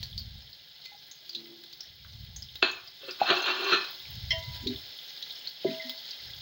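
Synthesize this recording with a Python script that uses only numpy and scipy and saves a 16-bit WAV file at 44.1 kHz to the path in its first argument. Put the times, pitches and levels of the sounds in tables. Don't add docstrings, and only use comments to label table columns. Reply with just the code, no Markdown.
import sys
import numpy as np
from scipy import signal
from scipy.fft import rfft, irfft
from scipy.io import wavfile

SR = 44100
rng = np.random.default_rng(int(sys.argv[2]) if len(sys.argv) > 2 else 0)


def int16_out(signal):
    q = np.round(np.clip(np.atleast_2d(signal).T, -1, 1) * 32767)
    wavfile.write(sys.argv[1], SR, q.astype(np.int16))


N = 282945

# [t/s, fizz level before trim/dB, treble lift/dB]
FRYING_COURSE = [(0, -47, -16), (.4, -48.5, -0.5), (2.2, -49, -0.5), (2.9, -48.5, -2.5), (3.3, -40, -3.5),
                 (4.07, -42, -0.5), (5.45, -41.5, 0.5), (5.58, -45, 0), (5.7, -39, -2), (5.9, -41, -1),
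                 (6.42, -43, 0.5)]
# [f/Hz, relative level per Hz/dB]
FIZZ_COLOUR = [(150, -39), (250, -18.5), (850, -14.5), (1050, -22.5), (1500, -15.5), (2700, -12),
               (3200, -1), (3800, 0.5), (5300, -5), (5500, -16), (7000, -25), (8100, -36), (13900, -33.5),
               (14700, -22), (15700, -3.5)]


def from_db(db):
    return 10 ** (np.asarray(db) / 20)


def rms_one(x):
    return x / np.sqrt(np.mean(x ** 2) + 1e-20)


def in_time(rows):
    s, *columns = np.transpose(rows)
    return [np.interp(np.arange(N) / SR, s, column) for column in columns]


def drift(rate_hz):
    r = np.exp(-2 * np.pi * rate_hz / SR)
    wander = signal.lfilter([1], [1, -2 * r, r * r], rng.standard_normal(N + SR))
    return rms_one(wander[SR:])


def colour(x, spectrum, size=4096):
    hz, level_db = np.transpose(spectrum)
    bins_hz = np.maximum(np.arange(size // 2 + 1) * SR / size, 1)
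    log_gain = np.interp(np.log(bins_hz), np.log(hz), level_db) * np.log(10) / 20
    cepstrum = irfft(log_gain)
    cepstrum[1:size // 2] *= 2
    cepstrum[size // 2 + 1:] = 0
    impulse_response = irfft(np.exp(rfft(cepstrum)))
    return signal.fftconvolve(x, impulse_response)[:N]


def ring(clicks, hz, t60):
    r, w = from_db(-60 / (t60 * SR)), 2 * np.pi * hz / SR
    return signal.lfilter([0, np.sin(w)], [1, -2 * r * np.cos(w), r * r], clicks + 1e-18)


def resonance(x, hz, width_hz):
    r = np.exp(-np.pi * width_hz / SR)
    feedback = [1, -2 * r * np.cos(2 * np.pi * hz / SR), r * r]
    return signal.lfilter(np.array([1, 0, -1]) * (1 - r * r) / 2, feedback, x)


def moving_resonance(x, hz, width_hz):
    turn = np.exp(2j * np.pi * np.cumsum(hz) / SR)
    r = np.exp(-np.pi * width_hz / SR)
    return 2 * (signal.lfilter([1 - r], [1, -r], x / turn) * turn).real


def grains(per_s, spread_db, top=5):
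    sizes = from_db(spread_db * np.minimum(rng.exponential(1, N), top)) * rng.choice([-1, 1], N)
    return sizes * (rng.random(N) < per_s / SR)


def click(s, level_db):
    out = np.zeros(N)
    out[round(s * SR)] = from_db(level_db)
    return out


def swell(start_s, end_s, level_db, rise_db_per_s, fade_db_per_s):
    t = np.arange(N) / SR
    build_up = rise_db_per_s * np.maximum(start_s - t, 0)
    fade = fade_db_per_s * np.maximum(t - end_s, 0)
    return from_db(level_db - build_up - fade)


def lifted(x, lift_db):
    treble = signal.sosfilt(signal.butter(6, 7800, "high", fs=SR, output="sos"), x)
    return x + (from_db(lift_db) - 1) * treble


def kitchen(x):
    t = np.arange(SR // 2) / SR
    tail = rng.standard_normal(len(t)) * from_db(-60 * t / 0.25) * (t > .003)
    return signal.fftconvolve(x, tail / np.linalg.norm(tail))[:N]


def drone_and_hum():
    drone_hz, hum_hz, hum_width_hz, hum_db = 341, 151, 16, -73.5
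    t, noise = np.arange(N) / SR, rng.standard_normal(N)
    tone = np.sin(2 * np.pi * drone_hz * t) * from_db(2.0 * drift(14.0))
    roughness = 0.48 * rms_one(resonance(noise, drone_hz, 36.0))
    envelope = swell(1.381, 1.532, -52.5, rise_db_per_s=211, fade_db_per_s=93)
    hum = from_db(hum_db) * rms_one(resonance(noise, hum_hz, hum_width_hz))
    return envelope * (tone + roughness) + hum


def gusts():
    # [start/s, end/s, level before lumps/dB, build-up/dB per s, fade/dB per s]
    gust_swells = [(0, 0.356, -46, 300, 120), (2.166, 2.36, -46.5, 93, 68), (4.09, 4.742, -45.5, 344, 187),
                   (6.25, 6.42, -56, 400, 100)]
    # [f/Hz, relative level per Hz/dB]
    rumble_colour = [(12, -52), (20, -46.5), (60, -2), (119, -1.5), (144, -10), (216, -21.5), (251, -34.5),
                     (320, -45.5), (420, -47), (700, -120)]
    still_air_db = -81.5
    lumps = from_db(3.14 * drift(36.0))
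    strength = from_db(still_air_db) + sum(swell(*gust) for gust in gust_swells)
    rumble = rms_one(colour(rng.standard_normal(N), rumble_colour, size=16384))
    return strength * lumps * rumble


def low_rings():
    # [t/s, drive/dB, pitch f/Hz, t60/s]
    soft_rings = [(.855, -59.5, 2050, 0.3), (0.857, -62, 2430, 0.075), (.917, -51.5, 818, 0.059),
                  (.945, -49.5, 798, 0.04), (1.362, -46, 224, 0.95), (3.031, -44, 546, 0.14),
                  (3.08, -35, 510, 0.079), (3.215, -8.5, 770, 0.022), (3.298, -24, 165, .08),
                  (3.722, -28, 190, .06), (4.33, -40, 653, 0.28), (5.646, -20, 599, 0.033),
                  (5.651, -11.5, 389, 0.067), (5.658, -26, 159.8, 0.32)]
    out = np.zeros(N)
    for s, drive_db, hz, t60 in soft_rings:
        soft_start = ring(click(s, drive_db), hz, 0.01) * hz / 2440.0
        out += 0.13 * ring(soft_start, hz, t60)
    return out


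def pot_wall():
    # [f/Hz, relative level/dB, t60/s]
    wall_modes = [(249.6, 9, 0.075), (293, 1.5, 0.057), (395.5, 2, 0.054), (648, -0.5, 0.71),
                  (981, -8.5, 2.2), (1895, -6.5, 0.12), (2044, 0.5, 0.42), (2060, 9, 0.13),
                  (2190, -14.5, 0.62), (2800, -8, 0.21), (3130, 8, 0.062), (3112, 4.5, 0.13),
                  (3290, 4.5, 0.062), (4225, 5, 0.057), (5270, 14.5, 0.012)]
    # [t/s, relative level/dB, best-driven f/Hz, reach/octaves, contact/s]
    knocks = [(3.58, -37, 389, 0.17, 0.24), (4.305, -32.5, 2700, 0.98, 0.031),
               (4.618, -46, 237, 0.46, 0.3), (4.655, -32.5, 348, 0.33, 0.091),
              (5.646, -37.5, 623, 0.47, 0.012), (5.675, -43, 293, 1.7, 0.047),
              (5.665, -51.5, 2080, 0.35, 0.029), (5.794, -43, 2080, 0.22, 0.05),
              (5.841, -51, 259, 0.13, 0.1)]
    rests_s = [4.65, 5.97]
    stilled_t60_s = .12
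    t, out = np.arange(SR) / SR, np.zeros(N + SR)
    rattles = rng.standard_normal((len(knocks), SR))
    wavers = [from_db(4.5 * min(hz / 2000, 1) * drift(22.0))[:SR] for hz, _, _ in wall_modes]
    for (s, level_db, centre_hz, reach, lasts), rattle in zip(knocks, rattles):
        touch = rattle * np.sin(np.pi * np.minimum(t / lasts, 1) ** 0.23)
        free_s = min(rest - s for rest in rests_s if rest > s)
        damping = from_db(-60 * np.maximum(t - free_s, 0) / stilled_t60_s)
        at = slice(round(s * SR), round(s * SR) + SR)
        for (hz, mode_db, t60), waver in zip(wall_modes, wavers):
            drive = resonance(resonance(touch, hz, 0.39 * hz), hz, 0.39 * hz)
            in_step = 0.104 * np.abs(touch) * np.sin(2 * np.pi * hz * t)
            tone = ring(drive + in_step, hz, t60)
            off_pitch_db = 4.43 * (np.log2(hz / centre_hz) / reach) ** 2
            gain = from_db(level_db + mode_db - off_pitch_db) / np.abs(tone).max()
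            out[at] += gain * tone * damping * waver
    return out[:N]


def strokes():
    # [peak t/s, held/s, peak pressure/dB, build-up/dB per s, bass lift/dB]
    digs = [(2.626, 0.0034, -19, 4999, 3.5), (3.029, 0.014, -49, 699, 9.5), (3.083, 0.014, -42, 1506, 3),
            (3.273, 0.015, -28.5, 1500, -2), (3.3, 0.0029, -21.5, 904, 1.5), (3.46, 0.037, -29, 1209, -1.5),
            (3.686, 0.032, -35, 304, 0), (3.725, 0.0043, -21, 911, 4)]
    dig_fade_db_per_s, trail_db, trail_fade_db_per_s = 399, -7, 153.5
    drag_start_s, drag_end_s, drag_db, drag_bass_db = 3.2, 3.73, -36, -2
    bass_fade_db_per_s = 45
    t = np.arange(N) / SR
    long_drag = swell(drag_start_s, drag_end_s, drag_db, rise_db_per_s=2005, fade_db_per_s=135)
    parts = [(long_drag, drag_end_s, drag_bass_db)]
    for s, held, peak_db, rise, bass_db in digs:
        bite = swell(s, s + held, peak_db, rise, dig_fade_db_per_s)
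        trail = swell(s, s + held, peak_db + trail_db, rise, trail_fade_db_per_s)
        parts.append((np.maximum(bite, trail), s + held, bass_db))
    pressure = sum(gain for gain, _, _ in parts) + 1e-9
    weighted_lift = sum(gain * (bass_db - bass_fade_db_per_s * np.maximum(t - end, 0))
                        for gain, end, bass_db in parts)
    return pressure, from_db(weighted_lift / pressure)


def pot_floor():
    # [f/Hz, width/Hz, relative level/dB]
    floor_modes = [(375, 28, -4), (709, 66, -7.5), (1156, 35, -8), (1334, 27, -4.5), (1744, 22, -6),
                   (2436, 54, -4), (3130, 66, -10), (3760, 24, -19), (4530, 25, -5), (6000, 50, -12),
                   (6240, 29, -17), (6770, 66, -14.5)]
    # [t/s, low f/Hz, middle f/Hz, high f/Hz]
    pressed_hz = [(2.8, 1520, 2600, 4190), (3.08, 1440, 2644, 4260), (3.3, 1520, 2620, 4156),
                  (3.48, 1410, 2730, 4130), (3.68, 1450, 2680, 4133), (3.75, 1545, 2563, 4105)]
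    # [width/Hz, relative level/dB]
    pressed_modes = [(39.5, -8.5), (25, 3.5), (40.4, 4)]
    # [f/Hz, relative level per Hz/dB]
    scrape_colour = [(120, -15.5), (300, -16), (900, -11), (1500, 1.5), (2050, -17), (2600, -5.5),
                     (4300, -2.5), (5400, -35.5), (7000, -23.5), (8200, -36.5), (16000, -53.5)]
    pressure, bass_gain = strokes()
    slips = rms_one(grains(3500.0 * from_db(1.8 * drift(60.0)), spread_db=3.0))
    driven = pressure * slips
    landing = click(2.6268, 5.5)
    modes = np.zeros(N)
    for k, (hz, width, level_db) in enumerate(floor_modes):
        push = driven * from_db(3.9 * drift(11.0)) + landing
        modes += (-1) ** k * from_db(level_db) * resonance(push, hz, width)
    for hz, (width, level_db) in zip(in_time(pressed_hz), pressed_modes):
        push = driven * from_db(1.3 * drift(15.0)) + landing
        modes += from_db(level_db) * moving_resonance(push, hz, width)
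    body = from_db(15.0) * modes + from_db(9.5) * colour(driven, scrape_colour)
    body = colour(body, [(4600, 0), (5600, -12.0)])
    body = signal.sosfilt(signal.butter(4, 240, "high", fs=SR, output="sos"), body)
    bass = signal.sosfilt(signal.butter(4, 900, fs=SR, output="sos"), body)
    return body + (bass_gain - 1) * bass


def spits():
    # [t/s, puff level/dB, pitch f/Hz, crack drive/dB]
    drops = [(0.0288, -28, 4450, -24.5), (0.178, -23.5, 4600, -37), (0.854, -35, 4280, -30.5),
             (1.113, -38.5, 6400, -35), (1.2926, -29.5, 4710, -32), (1.33, -36, 4400, -40),
             (1.349, -23, 3950, -54), (1.6366, -39, 4300, -32), (1.728, -38.5, 4800, -33),
             (1.806, -28, 5310, -33.5), (2.0475, -45, 1510, -48), (2.362, -32.5, 6400, -32),
             (2.4216, -33, 5100, -34.5), (2.555, -33, 3960, -28), (2.713, -39, 6570, -30),
             (2.875, -38.5, 4880, -60), (3.1084, -28.5, 4970, -38), (3.419, -36.5, 6320, -44),
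             (3.59, -34, 2670, -47), (3.608, -32, 3630, -36), (3.641, -40, 6370, -33),
             (4.67, -21, 4010, -30), (5.225, -28, 3800, -32), (5.472, -24, 4330, -62),
             (5.8951, -30.5, 3800, -20.5), (6.1075, -30, 4500, -54)]
    puffs, cracks = np.zeros(N + SR), np.zeros(N + SR)
    t = np.arange(SR // 4) / SR
    noises = rng.standard_normal((len(drops), len(t)))
    for (s, puff_db, hz, crack_db), noise in zip(drops, noises):
        at = slice(round(s * SR), round(s * SR) + len(t))
        steam = noise * from_db(-60 * t / 0.059)
        puff = resonance(resonance(steam, hz, 590.0), hz, 590.0)
        puffs[at] += from_db(puff_db) * puff / np.abs(puff).max()
        cracks[at] += from_db(crack_db) * noise * from_db(-60 * t / .03)
    crack_colour = [(hz, 0.85 * level_db) for hz, level_db in FIZZ_COLOUR]
    return puffs[:N], lifted(colour(cracks[:N], crack_colour), 5.0)


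def crackle():
    level_db, lift_db = in_time(FRYING_COURSE)
    ticks = np.abs(grains(140.0, spread_db=4.5, top=2.87))
    dealt = rng.integers(0, 16, N)
    noise, out = rng.standard_normal(N), np.zeros(N)
    decay = from_db(-60 / (0.056 * SR))
    for k, hz in enumerate(np.geomspace(1500, 15000, 16)):
        tails = signal.lfilter([1], [1, -decay], ticks * (dealt == k) + 1e-18)
        band = resonance(resonance(tails * noise, hz, 0.25 * hz), hz, 0.25 * hz)
        out += (hz / 4000) ** 0.12 * band
    return from_db(level_db + 7.5) * lifted(colour(out, FIZZ_COLOUR), lift_db)


def fizz():
    # [f/Hz, width/Hz, relative level/dB]
    cavity_modes = [(389, 6.8, -2.5), (1640, 16, 7.5), (2037, 45, 5.5), (5285, 38, 2), (6460, 130, 5)]
    level_db, lift_db = in_time(FRYING_COURSE)
    bursts = grains(7000.0 * from_db(2.7 * drift(9.0)), spread_db=-2.0)
    pitches_hz = np.geomspace(300, 15500, 24)
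    dealt = rng.integers(0, 24, N)
    out = 2.86 * rng.standard_normal(N)
    for k, hz in enumerate(pitches_hz):
        patch = from_db(5.2 * drift(10.6))
        bubbles = rms_one(ring(bursts * (dealt == k), hz, 4.9 / hz))
        out += patch * np.sqrt(hz / SR) * bubbles
    singing = sum(from_db(gain_db) * resonance(out, hz, width) for hz, width, gain_db in cavity_modes)
    out = colour(out + singing, FIZZ_COLOUR)
    return from_db(level_db - 0.5) * lifted(rms_one(out), lift_db)


def scene():
    puffs, cracks = spits()
    pot = puffs + pot_wall() + low_rings() + pot_floor()
    pot = signal.sosfilt(signal.butter(4, 130, "high", fs=SR, output="sos"), pot)
    pot = signal.sosfilt(signal.butter(8, 7300, fs=SR, output="sos"), pot)
    pot = pot + cracks + crackle()
    reflections = from_db(-7.0) * kitchen(pot)
    return (fizz() + pot + reflections + gusts() + drone_and_hum())[None]


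def record(dry):
    cutoff_hz = 15900
    return signal.sosfilt(signal.cheby2(30, 50, cutoff_hz, fs=SR, output="sos"), dry)


dry = scene()
out = record(dry)
int16_out(out)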